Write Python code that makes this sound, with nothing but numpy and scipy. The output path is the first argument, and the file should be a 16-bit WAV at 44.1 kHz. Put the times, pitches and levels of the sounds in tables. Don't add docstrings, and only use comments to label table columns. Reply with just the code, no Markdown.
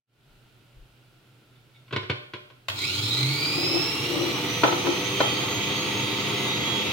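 import sys
import numpy as np
from scipy import signal
from scipy.fft import rfft, irfft, next_fast_len
from scipy.io import wavfile

SR = 44100
rng = np.random.default_rng(int(sys.argv[2]) if len(sys.argv) > 2 else 0)


def file_out(sig):
    cols = np.atleast_2d(sig).T
    lim = np.clip(cols, -1, 1)
    pcm = np.round(lim * 32767).astype(np.int16)
    wavfile.write(sys.argv[1], SR, pcm)


N = 305172
TIME = np.arange(N) / SR
SIZE = next_fast_len(N + SR, True)
BINS = np.maximum(np.fft.rfftfreq(SIZE, 1 / SR), 1)
MAINS_HZ, MOTOR_ON_S = 50, 2.68
PULSE = 2 * np.pi * 2 * MAINS_HZ * TIME


def from_db(db):
    return 10 ** (np.asarray(db) / 20)


def rms_one(x):
    return x / np.sqrt(np.mean(x ** 2) + 1e-20)


def butter(x, order, hz, kind):
    return signal.sosfilt(signal.butter(order, hz, kind, fs=SR, output="sos"), x)


def over_bins(points):
    hz, value = np.transpose(points)
    return np.interp(np.log(BINS), np.log(hz), value)


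def ramp(start_s, length_s):
    return np.clip((TIME - start_s) / length_s, 0, 1)


def swells(rows):
    return sum(from_db(db) * np.cos(np.pi * np.clip((TIME - s) / length, -.5, .5)) ** 2
               for s, length, db in rows)


def drift(hz):
    knots = rng.standard_normal(int(N / SR * hz * 2) + 2)
    return rms_one(np.interp(TIME * hz * 2, np.arange(len(knots)), knots))


def grains(per_s, spread_db):
    sizes = from_db(spread_db * np.minimum(rng.exponential(1, N), 4)) * rng.choice([-1, 1], N)
    return sizes * (rng.random(N) < per_s / SR)


def resonate(x, resonances):
    out = 0
    for k, (hz, width, db) in enumerate(resonances):
        r = np.exp(-np.pi * width / SR)
        band = signal.lfilter([1, 0, -1], [1, -2 * r * np.cos(2 * np.pi * hz / SR), r * r], x + 1e-18)
        out = out + (-1) ** k * from_db(db) * (1 - r * r) * band
    return rms_one(out)


def boost(hz, resonances):
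    return 1 + sum((from_db(db) - 1) / (1 + (2 * (hz - centre) / width) ** 2) ** 1.35
                   for centre, width, db in resonances)


def bursts(hits, t60):
    out, age = np.zeros(N + SR), TIME[:SR // 4]
    for s, db in hits:
        at = int(s * SR)
        out[at:at + len(age)] += from_db(db - 60 * age / t60) * rng.standard_normal(len(age))
    return out[:N]


def crack(hits, spectrum, t60):
    gain = from_db(over_bins(spectrum))
    cepstrum = irfft(np.log(gain), SIZE)
    cepstrum[1:SIZE // 2] *= 2
    cepstrum[SIZE // 2 + 1:] = 0
    coloured = irfft(rfft(bursts(hits, t60), SIZE) * np.exp(rfft(cepstrum)), SIZE)[:N]
    return coloured / np.sqrt(np.mean(gain ** 2))


def ring(hits, modes):
    s, db = np.transpose(hits)
    out = np.zeros(N)
    for hz, mode_db, t60 in modes:
        strength = from_db(db + mode_db + rng.normal(0, 2.5, len(s)))
        clicks = np.full(N, 1e-18)
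        clicks[(s * SR).astype(int)] = strength * rng.choice([-1, 1])
        r, w = from_db(-60 / (t60 * SR)), 2 * np.pi * hz / SR
        out += signal.lfilter([0, np.sin(w)], [1, -2 * r * np.cos(w), r * r], clicks)
    return out


# (frequency [Hz], left-right correlation [0..1])
CORRELATION = [(30, 0.96), (100, 1), (250, 0.78), (500, 0.7), (1000, 0.73), (2000, 0.068), (4000, 0.38),
               (15000, 0)]

def noise(spectrum):
    mid, side = rfft(rng.standard_normal((2, SIZE)))
    alike = np.clip(over_bins(CORRELATION), -.99, .99)
    stereo = np.sqrt(1 + alike) * mid + np.sqrt(1 - alike) * side * [[1], [-1]]
    return rms_one(irfft(stereo * from_db(over_bins(spectrum)), SIZE)[:, :N])


def kitchen(x, near_db, tail_db, near_t60=0.031, tail_t60=0.52):
    age = TIME[:SR // 2]
    near, tail = rng.standard_normal((2, 2, len(age))) * (age > .001)
    near = from_db(near_db) * rms_one(near * from_db(-60 * age / near_t60))
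    tail = from_db(tail_db) * rms_one(tail * from_db(-60 * age / tail_t60))
    mid, side = (near + tail) / np.sqrt(len(age))
    echo = mid / 2 + butter(side, 1, 700, "high") * [[1], [-1]]
    direct = np.array([x, np.interp(TIME - 20e-6, TIME, x)])
    return direct + signal.fftconvolve(x[None], echo, axes=1)[:, :N]


# (frequency [Hz], level [dB])
AIR_COLOUR = [(47, -42), (80, -19), (104, -12.5), (125, -0.5), (170, -17.5), (337, -16), (480, -21),
              (781, -25), (1190, -29.5), (1370, -19.5), (1700, -29), (2200, -26.5), (2800, -24),
              (4500, -30.5), (6300, -38.5), (15800, -40)]
BUMP_COLOUR = [(15, 2), (40, 20), (60, -1), (100, -3), (200, -47)]
# (middle [s], length [s], level [dB])
BUMP_SWELLS = [(.33, 0.2, -59), (.48, .14, -65), (.795, 0.12, -45.5), (.88, 0.22, -60)]

def room_tone():
    fan_level = from_db(-1 + 0.54 * drift(3.4))
    fan_hz = 123 + 1.5 * drift(24)
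    fan = fan_level * np.sin(2 * np.pi * np.cumsum(fan_hz) / SR)
    low = (from_db(-75) + swells(BUMP_SWELLS)) * noise(BUMP_COLOUR)
    fade_in = from_db(-43) + ramp(.07, 0.25)
    return fade_in * (from_db(-58) * (noise(AIR_COLOUR) + fan) + low)


# (time [s], level [dB])
SWITCH_HITS = [(2.6835, -18.5), (2.6855, -17), (2.699, -20.5)]
# (frequency [Hz], level [dB])
SWITCH_COLOUR = [(180, -44), (300, -17), (385, -12), (1110, 3), (1550, -6), (2550, -3.5), (2770, -4),
                 (3160, 2), (5470, -17.5), (15800, -28)]

def switch():
    snap = from_db(-3.5) * crack(SWITCH_HITS, SWITCH_COLOUR, t60=0.017)
    return kitchen(snap, near_db=-0.5, tail_db=2.5)


# (time [s], level [dB], thud send [dB])
PUSHER_HITS = [(1.88, -49, -12), (1.909, -36.5, 4), (1.926, -23, -3), (1.933, -25, 5), (1.9622, -17.5, -4),
               (2.03, -30.5, 2), (2.0975, -16, 0.5), (2.11, -27, 4), (2.336, -26, -4), (2.356, -36, -18),
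               (2.5, -44, -14)]
# (frequency [Hz], level [dB])
TUBE_COLOUR = [(120, -42), (200, -12), (427, 0.5), (789, -12), (998, -4), (1310, -9.5), (1510, -3.5),
               (1720, -10), (2380, -6.5), (3290, -8), (3940, -11.5), (6530, -35), (10000, -45),
               (15000, -68)]
# (frequency [Hz], level [dB], t60 [s])
TUBE_MODES = [(368, -5.5, 0.62), (597, -2.5, 0.33), (1026, -2, 0.22), (1068, -7.5, 0.5), (1470, 1, .15),
              (2055, -7, 0.085), (2190, -5, 0.26), (2650, -26, .2), (3000, 1, 0.08), (3160, -8, 0.2),
              (3560, -17, 0.19)]
# (middle [s], length [s], level [dB])
SQUEAKS = [(1.562, 0.021, -60), (1.597, 0.041, -70), (1.765, .07, -59)]
# (frequency [Hz], width [Hz], level [dB])
SQUEAK_BANDS = [(2220, 75, 0), (3640, 130, 1)]

def pusher():
    hits = [(s, db) for s, db, _ in PUSHER_HITS]
    thud_hits = [(s, db + send_db) for s, db, send_db in PUSHER_HITS]
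    thud = ring(thud_hits, modes=[(106.4, -13.5, 0.24), (127, -11.5, 0.25)])
    clack = from_db(-5.5) * crack(hits, TUBE_COLOUR, t60=0.079) + from_db(-21.5) * ring(hits, TUBE_MODES)
    squeak = swells(SQUEAKS) * resonate(grains(1100, spread_db=1), SQUEAK_BANDS)
    return kitchen(clack + squeak, near_db=-6, tail_db=-1.5) + butter(thud, 6, 85, "high")


# (middle [s], length [s], level [dB])
JUG_SLIDES = [(3.63, .26, -34.5), (3.76, 0.15, -28), (4.19, 0.46, -32), (4.73, 0.17, -31.5),
              (4.88, .13, -28)]
# (frequency [Hz], width [Hz], level [dB])
JUG_HOLLOW = [(286, 25, 1.5), (349, 15, 7), (570, 80, -11), (774, 68, -10.5), (1260, 290, -26)]
# (time [s], level [dB])
JUG_HITS = [(4.6345, -6.5), (4.645, -14.5), (4.678, -17.5), (4.726, -18.5), (4.869, -18), (5.2045, -9)]
# (frequency [Hz], level [dB])
JUG_COLOUR = [(150, -16), (300, -2), (450, 1.5), (800, 4.5), (1300, -2.5), (1800, -10), (3000, -10),
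              (6000, -28), (15000, -67)]
# (frequency [Hz], level [dB], t60 [s])
JUG_MODES = [(301, -1.5, 0.094), (409, -1.5, 0.098), (499, -3, 0.092), (680, -11, 0.074), (813, -8.5, 0.27),
             (877, -4.5, 0.12), (1314, -1.5, 0.2)]

def jug():
    slide = swells(JUG_SLIDES) * resonate(grains(700, spread_db=1), JUG_HOLLOW)
    attack = from_db(-3.5) * crack(JUG_HITS, JUG_COLOUR, t60=0.052)
    body = from_db(-14) * ring(JUG_HITS, JUG_MODES)
    return kitchen(butter(slide + attack + body, 2, 110, "high"), near_db=-0.5, tail_db=-1.5)


# (speed gained [turns/s], time constant [s])
RUN_UP = [(24.959, .03666), (61.747, .23163), (122.091, 1.07)]
FREE_SPEED = sum(gain for gain, _ in RUN_UP)

def rotor_speed():
    running_s = np.maximum(TIME - MOTOR_ON_S, 1 / SR)
    return sum(gain * (1 - np.exp(-running_s / lag_s)) for gain, lag_s in RUN_UP)


def rotor_angle(speed):
    strain = np.clip(1 - speed / 175, 0, 1)
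    jitter = .0004 * drift(25) + .0008 * drift(150) + .04 * drift(250) * strain
    return 2 * np.pi * np.cumsum(speed * (1 + jitter)) / SR


def current(speed, idle=0.13):
    return 1 - (1 - idle) * speed / FREE_SPEED


MOTOR_MIX = {"unbalance": (-44, 2.1, 0.039), "hum": (-34, 0.12, 2.2), "third": (-22.5, 1.96, 1.14),
             "sums": (-37, 2.24, 0.31), "rumble": (-36.5, 0.99, .03), "housing": (-35, 0.74, 0.0071),
             "rush": (-30, 2.27, 0.0057), "hiss": (-31.5, 1.05, 0.65), "chatter": (-15, 1.39, 2.01)}

def fader(layer, speed):
    db, speed_power, current_power = MOTOR_MIX[layer]
    return from_db(db) * (speed / FREE_SPEED) ** speed_power * current(speed) ** current_power


# (frequency [Hz], level [dB])
RUMBLE_COLOUR = [(18, -64), (30, -34), (54, -30), (90, -8), (114, 1), (134, 0.5), (178, -7), (195, -12.5),
                 (250, -17), (430, -120)]
HOUSING_COLOUR = [(120, -43), (210, -8), (242, -4), (286, -1), (408, 0.5), (454, -6.5), (497, -5),
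                  (543, -11), (809, -12), (900, -2.5), (983, -13), (1140, -6.5), (1340, -10.5), (1630, -18),
                  (1750, -19.5), (2280, -28), (3850, -120)]
RUSH_COLOUR = [(1000, -50), (1700, -21), (1950, -2), (2130, -5.5), (2300, -1), (2840, -4), (3190, -1.5),
               (3450, -5), (3840, -5), (4180, -10.5), (5650, -17), (6460, -24.5), (7200, -25), (9360, -47),
               (15800, -120)]
BRUSH_COLOUR = [(3530, -27), (6000, -22), (6450, 2), (7080, -3.5), (9290, -3.5), (10300, -8.5),
                (14300, -1.5), (14800, -6), (15800, 3)]

def motor_noise(speed):
    rumble = fader("rumble", speed) * noise(RUMBLE_COLOUR)
    housing = fader("housing", speed) * from_db(drift(18)) * noise(HOUSING_COLOUR)
    boom = butter(housing, 1, 450, "low")
    brightness = 1.47 * (speed / speed.max()) ** 1.2
    housing = boom + (housing - boom) * brightness
    rush = fader("rush", speed) * from_db(0.86 * drift(40)) * noise(RUSH_COLOUR)
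    sparking = from_db(0.99 * drift(300) + 0.59 * drift(5.4)) * (1 + 0.06 * np.cos(PULSE))
    hiss = fader("hiss", speed) * sparking * noise(BRUSH_COLOUR)
    return rumble + housing + rush + hiss


# (time [s], level [dB])
BASKET_HITS = [(2.789, -30), (2.822, -33), (2.84, -25), (2.852, -25.5), (2.951, -26), (2.99, -26.5),
               (3.093, -43), (3.229, -22)]
# (frequency [Hz], width [Hz], level [dB])
BASKET_BANDS = [(1045, 74, -11.5), (1430, 65, -9), (2260, 180, -4), (3916, 410, 2), (5230, 540, -9.5),
                (6300, 1360, -15)]

def basket_chatter(speed):
    rattle = rms_one(grains(2000, spread_db=2.5) * (1 + 0.25 * np.cos(PULSE)))
    contacts = fader("chatter", speed) * ramp(2.745, .04) * rattle + bursts(BASKET_HITS, t60=0.022)
    chatter = np.std(contacts) * resonate(contacts, BASKET_BANDS)
    return kitchen(chatter, near_db=1.5, tail_db=-20)


# (frequency [Hz], width [Hz], boost [dB])
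MOUNT = [(108.5, 30, 26.5), (132.5, 14, 27.5), (203.5, 10.5, 7.5), (488.8, 20.4, 6.5)]
# (multiple, level [dB])
SUM_TONES = [(2, -23), (3, -1), (5, -7.5), (11, -7.5)]

def motor_hum(speed, angle):
    shake = fader("unbalance", speed) * boost(speed, MOUNT) * from_db(0.68 * drift(6)) * np.sin(angle)
    hum = fader("hum", speed) * np.sin(PULSE)
    third = fader("third", speed) * from_db(2.6 * drift(5.4)) * np.sin(3 * PULSE)
    sums = 0
    for k, db in SUM_TONES:
        level = from_db(db + 1.4 * drift(3)) * boost(speed + 2 * MAINS_HZ * k, MOUNT)
        sums += level * np.sin(angle + k * PULSE)
    return shake + hum + third + fader("sums", speed) * sums


# (rotor multiple before rounding, level [dB], current exponent, waver [dB], entry speed [turns/s])
LEAD_TONES = [(16.2, -49.5, 0.1, 1.3, 51), (31, -55, .35, -1, 56), (32, -45, 0.21, 1, 70),
              (35, -61, 1.4, 4, 98), (48, -48, 0.68, 3.5, 107), (64, -45.5, 0.62, 1.6, 104),
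              (95.4, -49, 1.5, -1, 79)]
# (rotor multiple, level [dB])
FILL_TONES = [(2, -41), (10, -48), (13, -44), (18, -45), (19, -47), (22, -50), (23, -51), (28, -58),
              (29, -58), (45, -60), (46, -66), (47, -65), (60, -72), (65, -65)]
# (frequency [Hz], width [Hz], boost [dB])
CASING = [(1700, 670, -22), (2350, 400, 19.5), (2770, 270, 12), (3164, 43, 18), (3232, 41, 15),
          (3294, 19, 16), (3840, 640, 19.5), (4700, 480, 16), (5157, 300, 21), (6160, 830, 7.5)]

def motor_whine(speed, angle):
    load = current(speed)
    depth = 0.41 + 0.5 * load
    tremolo = 1 + depth * (0.38 * np.cos(PULSE) + 0.37 * np.cos(2 * PULSE + 1))
    vibrato = depth * (np.sin(PULSE) + .55 * np.sin(2 * PULSE + 2) + .25 * np.sin(3 * PULSE))
    lead = fill = 0
    for k, db, current_power, waver_db, entry_speed in LEAD_TONES:
        level = from_db(db + waver_db * drift(7)) * load ** current_power
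        entry = 1 / (1 + (abs(entry_speed) / speed) ** 3.1)
        tone = np.sin(round(k) * angle + vibrato * np.sqrt(k / 30))
        lead += level * entry * boost(round(k) * speed, CASING) * tone
    for k, db in FILL_TONES:
        level = from_db(db + 4.1 * drift(4))
        fill += level * np.sin(k * angle + rng.uniform(0, 2 * np.pi) + vibrato * k / 70)
    whine = rms_one(tremolo) * (lead + fill * (speed / speed.max()) ** 3.5)
    return kitchen(whine, near_db=-7, tail_db=0)


def scene():
    speed = rotor_speed()
    angle = rotor_angle(speed)
    motor = motor_whine(speed, angle) + motor_hum(speed, angle)
    motor += motor_noise(speed) + basket_chatter(speed)
    return ramp(MOTOR_ON_S, 0.022) * motor + pusher() + switch() + jug() + room_tone()


# (frequency [Hz], left minus right [dB])
BALANCE = [(60, 3), (99, -1.5), (160, -2.5), (270, 0.5), (450, 1.5), (740, -1), (1220, 2.5), (2010, -1.0),
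           (3330, -2), (5500, -3), (9080, 1), (15000, -19)]

def record(dry):
    lean = from_db(over_bins(BALANCE) / 2 * [[1], [-1]])
    lean = lean / np.sqrt(np.mean(lean ** 2, axis=0))
    low_pass = 1 / np.sqrt(1 + (BINS / 15850) ** 300)
    return irfft(rfft(dry, SIZE) * lean * low_pass, SIZE)[:, :N]


dry = scene()
out = record(dry)
file_out(out)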